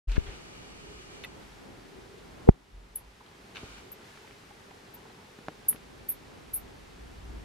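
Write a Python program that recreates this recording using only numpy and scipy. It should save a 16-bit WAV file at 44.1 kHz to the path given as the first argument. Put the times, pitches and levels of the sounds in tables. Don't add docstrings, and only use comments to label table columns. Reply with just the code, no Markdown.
import sys
import numpy as np
from scipy import signal
from scipy.fft import rfft, irfft, next_fast_len
from scipy.io import wavfile
from scipy.ndimage import map_coordinates

SR = 44100
rng = np.random.default_rng(int(sys.argv[2]) if len(sys.argv) > 2 else 0)


def dump_mix(stems):
    frames = np.atleast_2d(stems).T
    limited = np.clip(frames, -1, 1)
    pcm = np.round(limited * 32767).astype(np.int16)
    wavfile.write(sys.argv[1], SR, pcm)


N = 328104

# start and stop in seconds, level in dB, rattle in dB relative to it,
# change of the hiss meanwhile in dB, start of the hiss swell that follows in seconds.
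ZOOMS = [(0.086, 1.247, -55.5, -25, -5.5, 1.3), (3.546, 3.743, -56, -3, 0, 3.98)]


def amp(db):
    return 10 ** (np.asarray(db) / 20)


def unit(x):
    return x / np.sqrt(np.mean(x ** 2) + 1e-20)


def seconds(length):
    return np.arange(round(length * SR)) / SR


def since(s):
    return np.maximum(np.arange(N) / SR - s, 0)


def swell(s, width_s):
    return np.exp(-np.abs(np.arange(N) / SR - s) / width_s)


def wobble(rate):
    return map_coordinates(rng.standard_normal(int(N * rate / SR) + 4), [np.arange(N) * rate / SR])


def filtered(x, response):
    size = x.shape[-1]
    padded = next_fast_len(size + SR // 4)
    return irfft(rfft(x, padded) * response(np.fft.rfftfreq(padded, 1 / SR)), padded)[..., :size]


def resonances(modes, f):
    return sum(amp(db) * 1j * f * width / (hz * hz - f * f + 1j * f * width) for hz, width, db in modes)


def noise(spectrum):
    points_hz, db = np.transpose(spectrum)
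    colour = lambda hz: amp(np.interp(np.log(hz + 1), np.log(points_hz), db))
    return unit(filtered(rng.standard_normal(N), colour))


def stereo(mid, side, side_db):
    return np.array([mid + amp(side_db) * side, mid - amp(side_db) * side])


def burst(t60, response):
    t, onset_s = seconds(.15), .0007
    puff = stereo(*rng.standard_normal((2, len(t))), side_db=-5.5) * amp(-60 * t / t60)
    rung = filtered(puff, response) * (1 - np.exp(-t / onset_s))
    return rung * np.linalg.norm(puff) / np.linalg.norm(rung)


def add(track, s, sound):
    part = track[:, max(round(s * SR), 0):][:, :sound.shape[1]]
    part += sound[:, :part.shape[1]]


def air():
    # time in seconds, level in dB, stereo width of its bass in dB.
    course = [(.1, -52, 1), (2.4, -53, 0.5), (3.5, -54.5, -12), (4.5, -55.5, -8.5), (5.1, -53.5, -10.5),
              (6.0, -53.5, 1.5), (7.44, -53.5, 3.5)]
    # frequency in Hz, relative level in dB.
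    mid_spectrum = [(53, -22.5), (90, -3), (183, -3), (259, -4.5), (328, -6.5), (381, -6), (415, -7),
                    (653, -12), (810, -10.5), (1140, -15), (1920, -17), (4540, -23), (12000, -35.5),
                    (14500, -43.5), (15500, -48.5)]
    side_spectrum = [(53, -28), (100, -12), (165, -2.5), (253, -2), (342, -1), (398, -4), (443, -0.5),
                     (510, -7.5), (626, -6), (1050, -9), (1720, -13), (1880, -13), (8120, -29.5),
                     (13300, -41.5), (15500, -50.5)]
    times, *columns = np.transpose(course)
    rush_db, width_db = [np.interp(since(0), times, column) for column in columns]
    side = noise(side_spectrum)
    side_bass = filtered(side, lambda hz: 1 / (1 + (hz / 480) ** 4))
    full = stereo(noise(mid_spectrum), side + (amp(width_db) - 1) * side_bass, side_db=-1.5)
    rush = filtered(full, lambda hz: 1 / (1 + (hz / 1200) ** 4))
    hiss_db, rise_s, fall_s = -57.5, .18, .19
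    rise = lambda s: 1 - np.exp(-since(s) / rise_s)
    dip_db = sum(db * (rise(start) - rise(after)) for start, *_, db, after in ZOOMS)
    swells = sum(rise(after) * np.exp(-since(after) / fall_s) for *_, after in ZOOMS)
    hiss_level = np.hypot(amp(hiss_db + dip_db), amp(-46.5) * swells)
    return amp(rush_db + 1.5 * wobble(7.9)) * unit(rush) + hiss_level * unit(full - rush)


def drone():
    # time of the peak in seconds, level in dB, pitch in Hz.
    peaks = [(.28, -52, 393), (.92, -51, 397), (1.19, -54.5, 400), (1.97, -52.5, 380), (2.15, -51.5, 395),
             (3.87, -55.5, 383), (4.27, -57, 415), (4.75, -66, 440), (5.08, -57.5, 413), (5.42, -59, 455),
             (6.02, -55, 381)]

    def band(centre_hz, width_hz=66):
        white = rng.standard_normal((2, N))
        hollow = filtered(white, lambda hz: resonances([(centre_hz, width_hz, 0)], hz) ** 2)
        return unit(stereo(*hollow, side_db=-4.5))

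    waver_db = 1.5 * wobble(6)
    swells = sum(amp(db) * swell(s, width_s=.1) * band(hz) for s, db, hz in peaks)
    bed = amp(-66.5) * band(centre_hz=399.3)
    return amp(waver_db) * (bed + swells)


def handling():
    # time of the peak in seconds, level in dB, rise and fall in seconds.
    grips = [(.28, -39.5, 0.049), (.9, -56.5, 1), (2.45, -50.5, 0.16), (2.8, -47, 0.13), (3.05, -52, 0.097),
             (3.75, -53, .06), (6.0, -59.5, 0.49), (6.65, -52, 0.24), (7.3, -45.5, 0.34)]
    # frequency in Hz, relative level in dB.
    rumble = [(15, -20), (35, -9), (50, 3.5), (75, -5), (130, -15.5), (300, -34), (900, -100)]
    # start in seconds, level in dB, pitch in Hz, rise and t60 in
    # seconds, gain of the right side in dB.
    shudders = [(0.071, -10, 41.6, 0.024, 0.25, -2), (.262, -29, 38, .015, 0.18, -7),
                (2.725, -24.5, 44.6, 0.075, 0.41, 0), (6.59, -37, 54, .04, .35, 0),
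                (7.13, -32, 62.4, 0.085, .6, 0.5), (7.18, -37, 88, .04, 0.31, -1),
                (7.272, -29.5, 57, 0.042, .45, -1)]
    still_hand_db = -67
    grip_power = sum((amp(db) * swell(s, width_s)) ** 2 for s, db, width_s in grips)
    level = np.sqrt(amp(still_hand_db) ** 2 + grip_power)
    out = level * stereo(noise(rumble), noise(rumble), side_db=-20)
    t = seconds(.5)
    for s, db, hz, rise_s, t60, right_db in shudders:
        shudder = amp(db - 60 * t / t60) * (1 - np.exp(-t / rise_s)) * np.sin(2 * np.pi * hz * t)
        add(out, s, shudder * amp([[0], [right_db]]))
    return out


def zoom_motor():
    # frequency in Hz, relative level in dB.
    whir_spectrum = [(200, -11), (420, -12), (650, -12), (1100, -7.5), (1800, -6.5), (2800, -7.5),
                     (4400, -12), (8000, -15.5), (14000, -33.5)]
    # centre in Hz, width in Hz, gain per pass in dB.
    gear_modes = [(390, 25, -13), (1245, 170, 1.5), (2370, 350, 0.5), (2860, 230, 0), (4380, 300, -3)]
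    barrel_modes = [(1440, 380, 7.5), (2360, 450, 4), (2950, 510, 3), (3650, 400, 3), (4270, 380, -8)]

    def ringing(modes):
        return unit(filtered(rng.standard_normal(N), lambda hz: np.abs(resonances(modes, hz)) ** 2))

    whir = amp(-5) * stereo(noise(whir_spectrum), noise(whir_spectrum), side_db=7.5)
    whine = amp(-6) * ringing(gear_modes)
    rattle = ringing(barrel_modes)
    flutter_db = .7 * wobble(25)
    spin_up_s, spin_down_s = .0047, .114
    out = np.zeros((2, N))
    for start, stop, db, rattle_db, *_ in ZOOMS:
        envelope = (1 - np.exp(-since(start) / spin_up_s)) * np.exp(-since(stop) / spin_down_s)
        out += envelope * amp(db + flutter_db) * (whir + whine + amp(rattle_db) * rattle)
    return out


def lens_ticks():
    # start in seconds, level in dB, t60 in seconds, ping in dB relative to the tick.
    ticks = [(.095, -52.5, 0.14, -30), (0.119, -48.5, 0.45, -28), (0.159, -43, 0.044, -30),
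             (1.236, -47, 0.026, -20), (1.2386, -36.5, 0.018, -21), (1.24, -48.5, 0.043, -5.5),
             (1.2477, -42, 0.02, -7), (3.55, -45.5, 0.02, -31), (3.556, -40, 0.05, -32),
             (3.5685, -35.5, 0.023, -32), (3.577, -45, 0.025, -32), (3.781, -49, 0.032, -22),
             (5.76, -47.5, 0.028, -25)]
    # centre in Hz, width in Hz, relative gain in dB.
    lens_modes = [(1540, 350, 7.5), (2570, 770, 11), (3530, 160, 4), (4050, 200, 0), (5900, 740, 7)]
    ping_modes = [(11600, 1100, 0)]
    dull_hz = 4700
    tick_colour = lambda hz: resonances(lens_modes, hz) / np.sqrt(1 + (hz / dull_hz) ** 14)
    out = np.zeros((2, N))
    for s, db, t60, ping_db in ticks:
        add(out, s, amp(db + ping_db) * burst(t60, lambda hz: resonances(ping_modes, hz) ** 2))
        add(out, s, amp(db) * burst(t60, tick_colour))
    return out


def scuffs():
    # start in seconds, level in dB, t60 in seconds, treble cutoff in Hz.
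    puffs = [(0.117, -41.5, 0.022, 6030), (0.154, -50, 0.059, 5470), (.161, -39, .04, 2400),
             (.167, -34, 0.036, 1980), (.265, -49, 0.55, 3400), (3.262, -47, 0.015, 4000),
             (3.576, -45, 0.078, 3400), (4.011, -58, .025, 3200), (4.173, -48, 0.044, 2800),
             (4.274, -48, .025, 3000), (4.308, -48.5, 0.028, 3000), (4.507, -44, 0.012, 2000),
             (4.709, -45.5, .02, 2600), (5.387, -50, 0.034, 2200), (5.4838, -40, 0.022, 1700),
             (5.4838, -40, 0.007, 6000), (5.728, -41, 0.022, 2900)]
    out = np.zeros((2, N))
    for s, db, t60, cutoff_hz in puffs:
        add(out, s, amp(db) * burst(t60, lambda hz: 1 / np.sqrt(1 + (hz / cutoff_hz) ** 10)))
    return out


def capsules(x, corner_hz):
    return signal.sosfilt(signal.butter(2, corner_hz, "high", fs=SR, output="sos"), x)


def bumps():
    # time in seconds, level in dB, contact in seconds, ring in dB
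    # relative to the push, gain factor of the right side, bass cut in Hz.
    touches = [(0.181, -7, 0.00082, -23, -0.38, 22), (0.183, -10, 0.0019, -32, -0.45, 22),
               (3.632, -32.5, 0.00054, -4, 0.96, 90), (3.637, -31, 0.0025, -1.5, 0.98, 70),
               (5.39, -36.5, 0.00083, -9, 0.85, 110), (5.4845, -17.5, 0.00016, -12, 1, 139),
               (5.486, -29, 0.00046, -23, 0.84, 140), (5.491, -30, 0.0004, -20, 0.64, 140),
               (5.747, -39, 0.0009, 4.5, 0.74, 100)]
    # pitch in Hz, relative level in dB, t60 in seconds.
    body_modes = [(310, -8.5, 0.041), (438, -4.5, 0.041), (783, -14, 0.04), (1170, -4, 0.011),
                  (1730, -11.5, 0.013)]
    out, lead_s = np.zeros((2, N)), .01
    t = seconds(.12) - lead_s
    after = np.maximum(t, 0)
    ring = sum(amp(db - 60 * after / t60) * np.sin(2 * np.pi * hz * after) for hz, db, t60 in body_modes)
    for s, db, contact_s, ring_db, right, cut_hz in touches:
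        push = np.exp(-(t / contact_s) ** 2)
        thud = capsules(push + amp(ring_db) * ring * (1 - push), cut_hz)
        add(out, s - lead_s, amp(db) * thud * [[1], [right]])
    return out


def end_stop():
    # pitch in Hz, level in dB, t60 in seconds.
    modes = [(1980, -31.5, 0.036), (2590, -33.5, 0.031), (3630, -40, 0.032)]
    start_s, onset_s = 1.2455, .0014
    out, t = np.zeros((2, N)), seconds(.1)
    ring = sum(amp(db - 60 * t / t60) * np.sin(2 * np.pi * hz * t) for hz, db, t60 in modes)
    add(out, start_s, ring * (1 - np.exp(-t / onset_s)) * np.ones((2, 1)))
    return out


def knock():
    # pitch in Hz, level in dB, rise and fall in seconds.
    filter_ringing = [(388, 2.5, 0.0018, 0.0027), (477, -16, 0.021, 0.0034)]
    hit_s, lead_s, lag_s = 2.4907, .03, .00089
    contact_s, onset_s, pre_ring_s = .00087, .0005, .016
    t = seconds(.15) - lead_s
    age = t + lag_s * np.array([[.5], [-.5]])

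    def ring(time, hz, db, t60):
        after = np.maximum(time, 0)
        envelope = amp(db - 60 * after / t60) * (1 - np.exp(-after / onset_s))
        return envelope * np.sin(2 * np.pi * hz * after)

    blow = capsules(amp(3) * np.exp(-(age / contact_s) ** 2), corner_hz=33)
    blow += ring(age, hz=223, db=12, t60=.0091)
    blow += ring(t, hz=167, db=-.5, t60=.022) * [[-1], [1]]
    blow -= ring(age, hz=36, db=-7.5, t60=.074)
    fade_in = np.clip((age + pre_ring_s) / (2 * onset_s), 0, 1)
    for hz, db, rise_s, fall_s in filter_ringing:
        envelope = fade_in * np.exp(-np.abs(age) / np.where(age < 0, rise_s, fall_s))
        blow += amp(db) * envelope * np.cos(2 * np.pi * hz * age)
    out = np.zeros((2, N))
    add(out, hit_s - lead_s, blow)
    return out


def pips():
    # start in seconds, level in dB, pitch in Hz.
    clear = [(3.006, -53, 900), (3.206, -48.5, 945), (4.508, -50, 810), (4.71, -51, 825), (5.1, -54, 815)]
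    faint_span_s, faint_db, faint_hz = (2.6, 5.3), -55.5, 906
    t60, width_hz = .069, 310
    faint = [(np.interp(when, (0, 1), faint_span_s),
              faint_db + 4 * (size - .5),
              faint_hz * (1 + .14 * (pitch - .5))) for when, size, pitch in rng.random((10, 3))]
    out = np.zeros((2, N))
    for s, db, hz in list(clear) + faint:
        add(out, s, amp(db) * burst(t60, lambda f: resonances([(hz, width_hz, 0)], f) ** 2))
    return out


def cave(t60, build_s, near_s=.013, near_db=-2.5, count=12):
    t = seconds(.2)
    tail = stereo(*rng.standard_normal((2, len(t))), side_db=-5)
    tail *= amp(-60 * t / t60) * (1 - np.exp(-t / build_s))
    tail /= np.linalg.norm(tail[0])
    arrival = (rng.uniform(.1, 1, count) * near_s * SR).astype(int) + 2
    strength = amp(near_db) * rng.choice([-1, 1], count) / np.sqrt(count)
    tail[0, arrival] += strength
    tail[1, arrival + rng.choice([-1, 0, 0, 1], count)] += strength
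    return tail / np.linalg.norm(tail[0])


def bats():
    # start and length in seconds, first and last pitch in Hz, level in dB, echo in
    # dB relative to the call, throat resonance and its half-width in Hz, echo build-up and t60 in seconds.
    calls = [(2.9515, .012, 16300, 10000, -14.5, -4, 11240, 230, .002, .105),
             (3.915, .007, 15600, 10900, -37, 4, 12500, 900, .001, 0.075),
             (4.937, .009, 15500, 10750, -45, 6.5, 12900, 1100, .003, .07),
             (5.6828, 0.011, 13700, 8680, -15.5, 7.5, 11800, 700, .002, 0.097),
             (6.0836, .009, 16500, 10440, -33.5, 18.5, 11600, 950, .016, 0.087),
             (6.531, .01, 15000, 9500, -35, 17, 11300, 1300, .014, 0.093),
             (6.553, 0.0073, 15100, 11200, -29, 7.5, 12900, 800, .006, .095)]
    edge_softness, echo_top_hz = .7, 14900
    out = np.zeros((2, N))
    for s, length, start_hz, end_hz, db, echo_db, throat_hz, width_hz, build_s, t60 in calls:
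        progress = seconds(length) / length
        pitch = 1 / (1 / start_hz + progress * (1 / end_hz - 1 / start_hz))
        throat = 1 / np.hypot(1, (pitch - throat_hz) / width_hz)
        envelope = np.sin(np.pi * progress) ** edge_softness
        call = np.sin(2 * np.pi * np.cumsum(pitch) / SR) * throat * envelope
        echoes = signal.fftconvolve(call[None], cave(t60, build_s), axes=1)
        echoes = filtered(echoes, lambda hz: 1 / np.sqrt(1 + (hz / echo_top_hz) ** 50))
        echoes *= amp(echo_db) * np.linalg.norm(call) / np.linalg.norm(echoes[0])
        add(out, s, amp(db) * call[None])
        add(out, s, amp(db) * echoes)
    lag_s = 3.1e-5
    return filtered(out, lambda hz: np.exp(1j * np.pi * hz * lag_s * np.array([[-1], [1]])))


def scene():
    calls = bats()
    camera = knock() + bumps() + handling() + zoom_motor() + lens_ticks() + end_stop() + scuffs()
    return calls + camera + pips() + air() + drone()


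def gain_control(x, limit_db, share, recovery_db_per_s, attack_s):
    peak_db = 20 * np.log10(np.abs(x).max(axis=0) + 1e-9)
    over_db = share * np.maximum(peak_db - limit_db, 0)
    ramp_db = recovery_db_per_s * np.arange(N) / SR
    cut_db = np.maximum.accumulate(over_db + ramp_db) - ramp_db
    pole = np.exp(-1 / (attack_s * SR))
    return x * amp(-signal.lfilter([1 - pole], [1, -pole], cut_db))


def record(dry):
    start_s, fade_s = .072, .0145
    hardness, dull_hz, top_hz = 7, 2700, 15800
    fade_in = np.minimum(since(start_s) / fade_s, 1)
    held = gain_control(dry * fade_in, limit_db=-4, share=.65, recovery_db_per_s=8.5, attack_s=.017)
    saturated = held / (1 + np.abs(held) ** hardness) ** (1 / hardness)
    distortion = filtered(saturated - held, lambda hz: 1 / (1 + (hz / dull_hz) ** 8))
    return filtered(held + distortion, lambda hz: hz < top_hz)


dry = scene()
out = record(dry)
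dump_mix(out)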